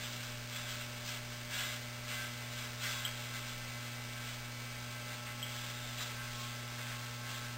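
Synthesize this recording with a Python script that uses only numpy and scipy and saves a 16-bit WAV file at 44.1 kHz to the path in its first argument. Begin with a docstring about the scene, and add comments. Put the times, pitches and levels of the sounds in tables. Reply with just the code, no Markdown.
"""Corded hair clippers edge a hairline in a small, hard-walled room, close to a cheap mono microphone.
Throughout, a magnetic motor swings the blade 120 times a second: the case hums and buzzes, the blades hiss.
Hairs snap in rasps from the start, fullest near 1.5 s; the teeth scrape from 1 s; the blade ticks near 3.1 s.
The rasp thins before 5 s; the blade ticks at 5.4 s, a whistling hiss glides up to 6.1 s, and rasps go on.
The recorder samples at a quarter rate and holds each value, which mirrors the sound into a gritty treble."""
import sys
import numpy as np
from scipy import signal
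from scipy.fft import rfft, irfft, next_fast_len
from scipy.io import wavfile
from scipy.ndimage import uniform_filter1d, map_coordinates

SR = 44100
rng = np.random.default_rng(int(sys.argv[2]) if len(sys.argv) > 2 else 0)


def dump_mix(stems):
    """Bounce the given channels to the path in sys.argv[1] as a 16-bit WAV at rate SR."""
    frames = np.atleast_2d(stems).T  # one column per channel
    limited = np.clip(frames, -1, 1)  # hard clip at full scale
    pcm = np.round(limited * 32767).astype(np.int16)
    wavfile.write(sys.argv[1], SR, pcm)


N = 333837
TIME_S = np.arange(N) / SR
SLOW_S = TIME_S[::100]  # coarse times for the hand's movements

# broad spectrum of the room's rumble: freq_hz, density_db (relative)
ROOM_COLOUR = [(10, -24), (22, 4), (39, -13.5), (60, -6.5), (100, -11.5), (180, -12.5), (330, -14),
               (600, -12.5), (1500, -17.5), (5500, -35.5)]
# steel blade catches and ticks: start_s, peak_db, contact_s
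TICKS = [(3.0505, -26, 0.0034), (3.08, -47, 0.0017), (3.135, -40, .002), (5.4274, -30, 0.0033)]
# ring of the blade: freq_hz, level_db (relative), t60_s
BLADE_MODES = [(3023, -7, 0.019), (3210, 2, 0.014), (3150, -5, 0.014)]
# whistling hiss as the teeth drag: time_s, centre_hz, level_db
DRAG = [(5.45, 3030, -73), (5.6, 3400, -57), (5.72, 3705, -57), (5.88, 3630, -56.5), (5.94, 3700, -65),
        (5.98, 3950, -51), (6.03, 3980, -54), (6.12, 4100, -79)]
# teeth dab and scrape on skin and stubble: middle_s, level_db, half_length_s, centre_hz
SCRAPES = [(1.079, -46.5, 0.025, 4600), (1.543, -55, 0.016, 1700), (2.118, -48, 0.016, 1810),
           (2.859, -49.5, 0.018, 1660), (2.865, -44, 0.018, 4600), (3.068, -45.5, 0.014, 1600),
           (3.355, -54, 0.016, 1720), (4.275, -53, 0.033, 3000), (5.13, -56, .02, 1650),
           (5.28, -51, 0.019, 1710), (6.015, -47, 0.014, 1510), (6.022, -47, 0.015, 4200),
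           (6.229, -53, 0.013, 1700), (6.38, -54, .08, 4800), (6.798, -48, 0.018, 1720),
           (6.918, -49, 0.017, 1720), (7.03, -53, .02, 1700), (7.32, -56, 0.035, 3300)]
# resonances of case and blade set: centre_hz, width_hz, peak_db (before the ring share)
BODY_MODES = [(1310, 110, 2), (1606, 335, 8), (2043, 146, 7), (2245, 82, 6), (2686, 400, 5), (3360, 300, 2),
              (3876, 190, 3), (5160, 800, 9.5)]
# broad spectrum of sliding steel: freq_hz, density_db (relative)
SLIDE_COLOUR = [(150, -17), (350, -13), (520, -3.5), (800, -10.5), (1100, -1.5), (1450, -4.5), (1850, -2),
                (2500, 2), (3400, 0.5), (4500, 1.5), (5500, -3.5)]
# broad spectrum of snapping hair: freq_hz, density_db (relative)
RASP_COLOUR = [(200, -23), (450, -15), (650, -3.5), (900, -4), (1300, -0.5), (1850, -5.5), (2600, -1.5),
               (3400, 5), (4500, -2.5), (5500, -11)]
# hand strokes feed hair into the blades: full_bite_s, hold_s, level_db (before sag and rasp gain)
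CUTS = [(.01, 0.056, -46), (.13, 0.17, -50), (0.534, 0.084, -46), (.69, 0.12, -47.5), (1.073, 0.09, -48.5),
        (1.531, 0.21, -43), (1.589, 0.026, -42), (2.096, 0.17, -46), (2.537, 0.098, -48),
        (2.838, 0.096, -42), (2.962, 0.11, -46.5), (3.167, 0.11, -51.5), (3.342, 0.086, -50.5),
        (3.468, 0.04, -48.5), (3.807, .06, -53), (4.136, .1, -53.5), (4.27, 0.056, -51.5),
        (4.815, .15, -60), (5.097, .06, -53), (5.265, 0.018, -53.5), (5.52, .07, -51.5),
        (5.637, 0.4, -51.5), (6.003, 0.057, -47), (6.1, .05, -56), (6.233, 0.13, -53.5),
        (6.41, 0.062, -51.5), (6.82, 0.22, -53.5), (7.288, 0.15, -49.5)]
# strong motor partials: stroke_rate_multiple, rms_db (before turn, press and waver)
HUM = [(1, -48), (2, -57), (5, -62), (7, -63.5), (9, -64.5), (11, -58), (12, -67), (13, -62.5), (14, -70.5),
       (15, -67.5), (17, -61), (18, -71), (19, -61), (22, -80)]
# clippers turn toward the microphone:
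# time_s, partial_1_db, partial_5_db, partials_7_to_11_db, partial_17_db, partial_19_db
TURN = [(0, -0.7, 3.5, -5.5, -19, -0.5), (1.5, -1, 2.5, -5, 0.5, -0.5), (2.6, -0.1, 1.5, -2.5, 1, -0.5),
        (3, -0.1, 1.5, -1.5, 3, -0.5), (4.7, 0, -1.5, -2, -2.5, 4), (5.1, -0.5, 2, 0.5, -1.5, -3.5),
        (6.1, 0.7, 0, 0, -0.5, -4), (7.57, 1, -0.5, 0.5, -5, -14)]
# skin contact lifts or damps the case buzz: middle_s, half_length_s, lift_db, centre_hz
PRESSES = [(0.685, 0.074, 5.5, 1600), (1.185, 0.052, 7, 1520), (1.68, 0.037, 11, 1950),
           (2.118, 0.023, 9, 2100), (2.2, 0.05, 14.5, 1650), (2.61, 0.036, 6.5, 1750),
           (2.77, .025, -6, 1850), (2.87, 0.032, 11, 2100), (2.92, 0.054, 7.5, 1540),
           (3.0, 0.046, 11, 1080), (3.086, 0.036, 6, 2150), (3.35, .04, 7, 1740), (3.788, 0.044, 8, 1300),
           (4.19, 0.035, 9, 1500), (4.973, 0.044, 8.5, 1650), (5.107, .03, 9, 1780),
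           (5.21, .035, -15, 2000), (5.3, .03, 10.5, 1950), (5.5, .05, 9, 2300), (5.66, .04, -8, 2050),
           (6.21, .05, 11, 1500), (6.39, .03, -10, 2200), (6.42, .05, 11, 1000), (6.564, .04, 3, 1700),
           (6.88, 0.047, 7, 1700), (6.98, .04, 5, 1080), (7.06, .03, 7, 1800), (7.28, 0.064, 9, 1550),
           (7.37, .07, 4, 1050), (7.487, 0.056, 8, 1800)]
# partials on case resonances: stroke_rate_multiple
CASE_PARTIALS = (9, 13, 14, 17, 19)

STROKE_HZ = 120.12
BITE_S, SAG_DB_PER_S, CLEAR_S = 0.054, 14, 0.045  # teeth enter the hair, thin it out, run clear
STRAY_DB, STRAY_WAVER_DB = -57, 1.0  # stray hairs between strokes, before rasp gain
REPEAT_SHARE = 0.23  # tough hairs struck again on the next swings, at full feed
PRESS_SPREAD_HZ = 370  # reach of a press to neighbouring partials
WAVER_DB = 0.5
FLUTTER_RAD, PRESS_RAD_PER_DB = 0.2, 0.07  # case partials flutter throughout; presses delay them
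TOP_HZ = 15750


def undb(db):
    """Decibels to gain."""
    return np.exp(np.asarray(db) * (np.log(10) / 20))


def unit(x):
    """Scale to rms 1."""
    return x / np.sqrt(np.mean(x ** 2))


def curves(table):
    """Columns of a time table, joined by straight lines."""
    time_s, *columns = np.transpose(table)
    return [np.interp(TIME_S, time_s, column) for column in columns]


def walk(rate_hz):
    """Random levels held 1 / rate_hz and slewed twice; spread near 1."""
    hold = int(SR / rate_hz)
    steps = np.repeat(rng.standard_normal(N // hold + 1), hold)
    slewed = uniform_filter1d(uniform_filter1d(steps, hold), hold)
    return 1.3 * slewed[:N]


def colour(x, points, ring=0):
    """Filter by a broad spectrum, body resonances standing out by the share ring; rms 1."""
    size = next_fast_len(N, real=True)
    freq_hz = np.arange(size // 2 + 1) * SR / size
    point_hz, point_db = np.transpose(points)
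    gain_db = np.interp(np.log(freq_hz + 1), np.log(point_hz), point_db)
    for centre_hz, width_hz, peak_db in BODY_MODES:
        gain_db += ring * peak_db / (1 + (2 * (freq_hz - centre_hz) / width_hz) ** 2)
    return unit(irfft(rfft(x, size) * undb(gain_db), size)[:N])


def grains(rate_hz, spread_db):
    """Random clicks of uneven size, rate_hz a second on average."""
    struck = rng.random(N) < rate_hz / SR
    return struck * rng.standard_normal(N) * undb(spread_db * rng.standard_normal(N))


def room_tone(db, mains_db):
    """Faint rumble and mains hum at half the stroke rate."""
    rumble = undb(db) * colour(rng.standard_normal(N), ROOM_COLOUR)
    mains = undb(mains_db) * np.sin(np.pi * STROKE_HZ * TIME_S)
    return rumble + mains


def walls(x, t60_s, wet_db):
    """Dense, decaying reflections from near, bare walls."""
    t = np.arange(SR // 2) / SR
    tail = rng.standard_normal(len(t)) * np.exp(-np.log(1000) * t / t60_s) * (t > 0.004)
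    return x + undb(wet_db) * signal.fftconvolve(x, tail / np.linalg.norm(tail))[:N]


def ticks():
    """Each catch pushes the blade for a moment and lets it ring."""
    out = np.zeros(N)
    t = np.arange(SR // 10) / SR
    for start_s, peak_db, contact_s in TICKS:
        ring = sum(undb(level_db - 60 * t / t60_s) * np.sin(2 * np.pi * freq_hz * t)
                   for freq_hz, level_db, t60_s in BLADE_MODES)
        ring = ring * np.minimum(t / contact_s, 1)
        start = int(start_s * SR)
        out[start:start + len(t)] += undb(peak_db) * ring / np.abs(ring).max()
    return out


def drag(width_hz):
    """Friction noise in one narrow resonance that glides as the angle changes."""
    centre_hz, level_db = curves(DRAG)
    phase = 2 * np.pi * np.cumsum(centre_hz) / SR
    noise = walk(width_hz) * np.cos(phase) + walk(width_hz) * np.sin(phase)
    return undb(level_db) * unit(noise)


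def scrapes(spread):
    """Short swells of friction noise, each in a band set by the angle of the teeth."""
    out = np.zeros(N)
    t = np.arange(-SR // 8, SR // 8) / SR
    for middle_s, level_db, half_length_s, centre_hz in SCRAPES:
        edges_hz = [centre_hz * np.exp(-spread), centre_hz * np.exp(spread)]
        band = signal.butter(2, edges_hz, "bandpass", fs=SR, output="sos")
        rub = unit(signal.sosfilt(band, rng.standard_normal(len(t))))
        swell = np.exp(-(t / half_length_s) ** 2 / 2)
        start = int((middle_s + t[0]) * SR)
        out[start:start + len(t)] += undb(level_db) * rub * swell
    return out


def blades(phase, depth, db):
    """Steel slides on steel, hissing most at mid-swing, twice a cycle, a little more on one swing."""
    speed = 1 + depth * np.cos(2 * phase) + 0.066 * np.cos(phase)
    hiss = colour(grains(20000, 3.2) * speed, SLIDE_COLOUR, ring=0.7)
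    return undb(db + 0.48 * walk(12)) * hiss


def hair_fed():
    """Hair level in dB: each stroke bites quickly, sags as the hair thins, then dies away."""
    power = 0
    for full_bite_s, hold_s, level_db in CUTS:
        age_s = SLOW_S - full_bite_s
        bite = np.clip(1 + age_s / BITE_S, 0, 1)
        clear = np.exp(-np.maximum(age_s - hold_s, 0) / CLEAR_S)
        sagged_db = level_db - SAG_DB_PER_S * np.clip(age_s, 0, hold_s)
        power = power + (bite * clear * undb(sagged_db)) ** 2
    stray = undb(STRAY_DB + STRAY_WAVER_DB * walk(8))
    return 10 * np.log10(np.interp(TIME_S, SLOW_S, power) + stray ** 2)


def rasp(phase, cut_db, depth, gain_db):
    """Hairs snap as the teeth cross, more with more hair; snaps ring the body, repeated strikes buzz."""
    feed = undb(cut_db - cut_db.max())
    crossing = np.exp(depth * np.cos(2 * phase))
    snaps = grains(20000 * feed * crossing, 1.2) * np.sqrt(feed) * undb(0.77 * walk(60))
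    period = round(SR / STROKE_HZ)
    again = REPEAT_SHARE * np.sqrt(feed)
    snaps = snaps + again * np.roll(snaps, period) + again ** 2 * np.roll(snaps, 2 * period)
    rms = undb(gain_db) * np.sqrt(np.mean(undb(cut_db) ** 2))
    return rms * colour(snaps, RASP_COLOUR, ring=1.4)


def chatter(phase, cut_db, db, slope_db, waver_db, load):
    """Blade knocks each stroke, harder when biting hair: a comb of faint, restless upper partials."""
    out = 0
    for k in range(20, 46):
        waver = walk(5)
        size = undb(db + slope_db * np.log2(k / 20) + waver_db * waver)
        out = out + size * np.cos(k * phase + rng.uniform(0, 2 * np.pi) + 0.5 * waver)
    return out * undb(load * np.maximum(cut_db - np.median(cut_db), 0))


def pressed(partial_hz):
    """Lift in dB of a partial: each press swells and fades, most for partials near its centre."""
    total_db = 0
    for middle_s, half_length_s, lift_db, centre_hz in PRESSES:
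        time_off = (SLOW_S - middle_s) / half_length_s
        pitch_off = (partial_hz - centre_hz) / PRESS_SPREAD_HZ
        total_db = total_db + lift_db * np.exp(-(time_off ** 2 + pitch_off ** 2) / 2)
    return np.interp(TIME_S, SLOW_S, total_db)


def motor(phase):
    """Clean partials of the swinging armature; turning and pressing the case shifts their balance."""
    first, fifth, middle, seventeenth, nineteenth = curves(TURN)
    turn_db = {1: first, 5: fifth, 7: middle, 9: middle, 11: middle, 17: seventeenth, 19: nineteenth}
    out = 0
    for k, rms_db in HUM:
        k = round(k)
        level_db = rms_db + turn_db.get(k, 0) + WAVER_DB * walk(9.9)
        # as the hand moves, the paths to the microphone change, most for short waves
        lag_rad = rng.uniform(0, 2 * np.pi) + 0.066 * k * walk(1.99)
        if k in CASE_PARTIALS:
            press_db = pressed(k * STROKE_HZ)
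            level_db = level_db + press_db
            lag_rad = lag_rad - PRESS_RAD_PER_DB * press_db + FLUTTER_RAD * walk(25)
        out = out + undb(level_db) * np.cos(k * phase + lag_rad)
    return np.sqrt(2) * out  # rms to peak


def scene():
    """The mains locks the stroke rate; its phase wanders slightly at random."""
    phase = 2 * np.pi * STROKE_HZ * TIME_S + 0.011 * walk(8.7)
    cut_db = hair_fed()
    room = room_tone(db=-55.0, mains_db=-72.0)
    steel = ticks() + drag(width_hz=260) + blades(phase, depth=0.038, db=-48.5)
    hair = scrapes(spread=0.38) + rasp(phase, cut_db, depth=0.18, gain_db=1.22)
    knocks = chatter(phase, cut_db, db=-71.3, slope_db=-7.0, waver_db=1.5, load=0.64)
    buzz = knocks + motor(phase)
    sound = room + walls(steel, t60_s=0.29, wet_db=-2.5) + walls(hair, t60_s=0.19, wet_db=-5) + buzz
    return np.tile(sound, (2, 1))


def record(dry):
    """Sample at a quarter rate on a slightly unsteady clock, hold each value four times, cut the top."""
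    n = np.arange(N)
    slip = 0.7 * walk(14)  # in samples
    heard = map_coordinates(dry[0], [n + slip], mode="nearest")
    sampled = signal.resample_poly(heard, 1, 4, window=signal.firwin(41, 0.27))
    held = map_coordinates(np.repeat(sampled, 4), [n - slip], order=3, mode="nearest")
    held = held + undb(-72.5) * rng.standard_normal(N)  # faint white hiss
    top_cut = signal.ellip(12, 0.1, 80, TOP_HZ, fs=SR, output="sos")
    return np.tile(signal.sosfilt(top_cut, held), (2, 1))


dry = scene()
out = record(dry)
dump_mix(out)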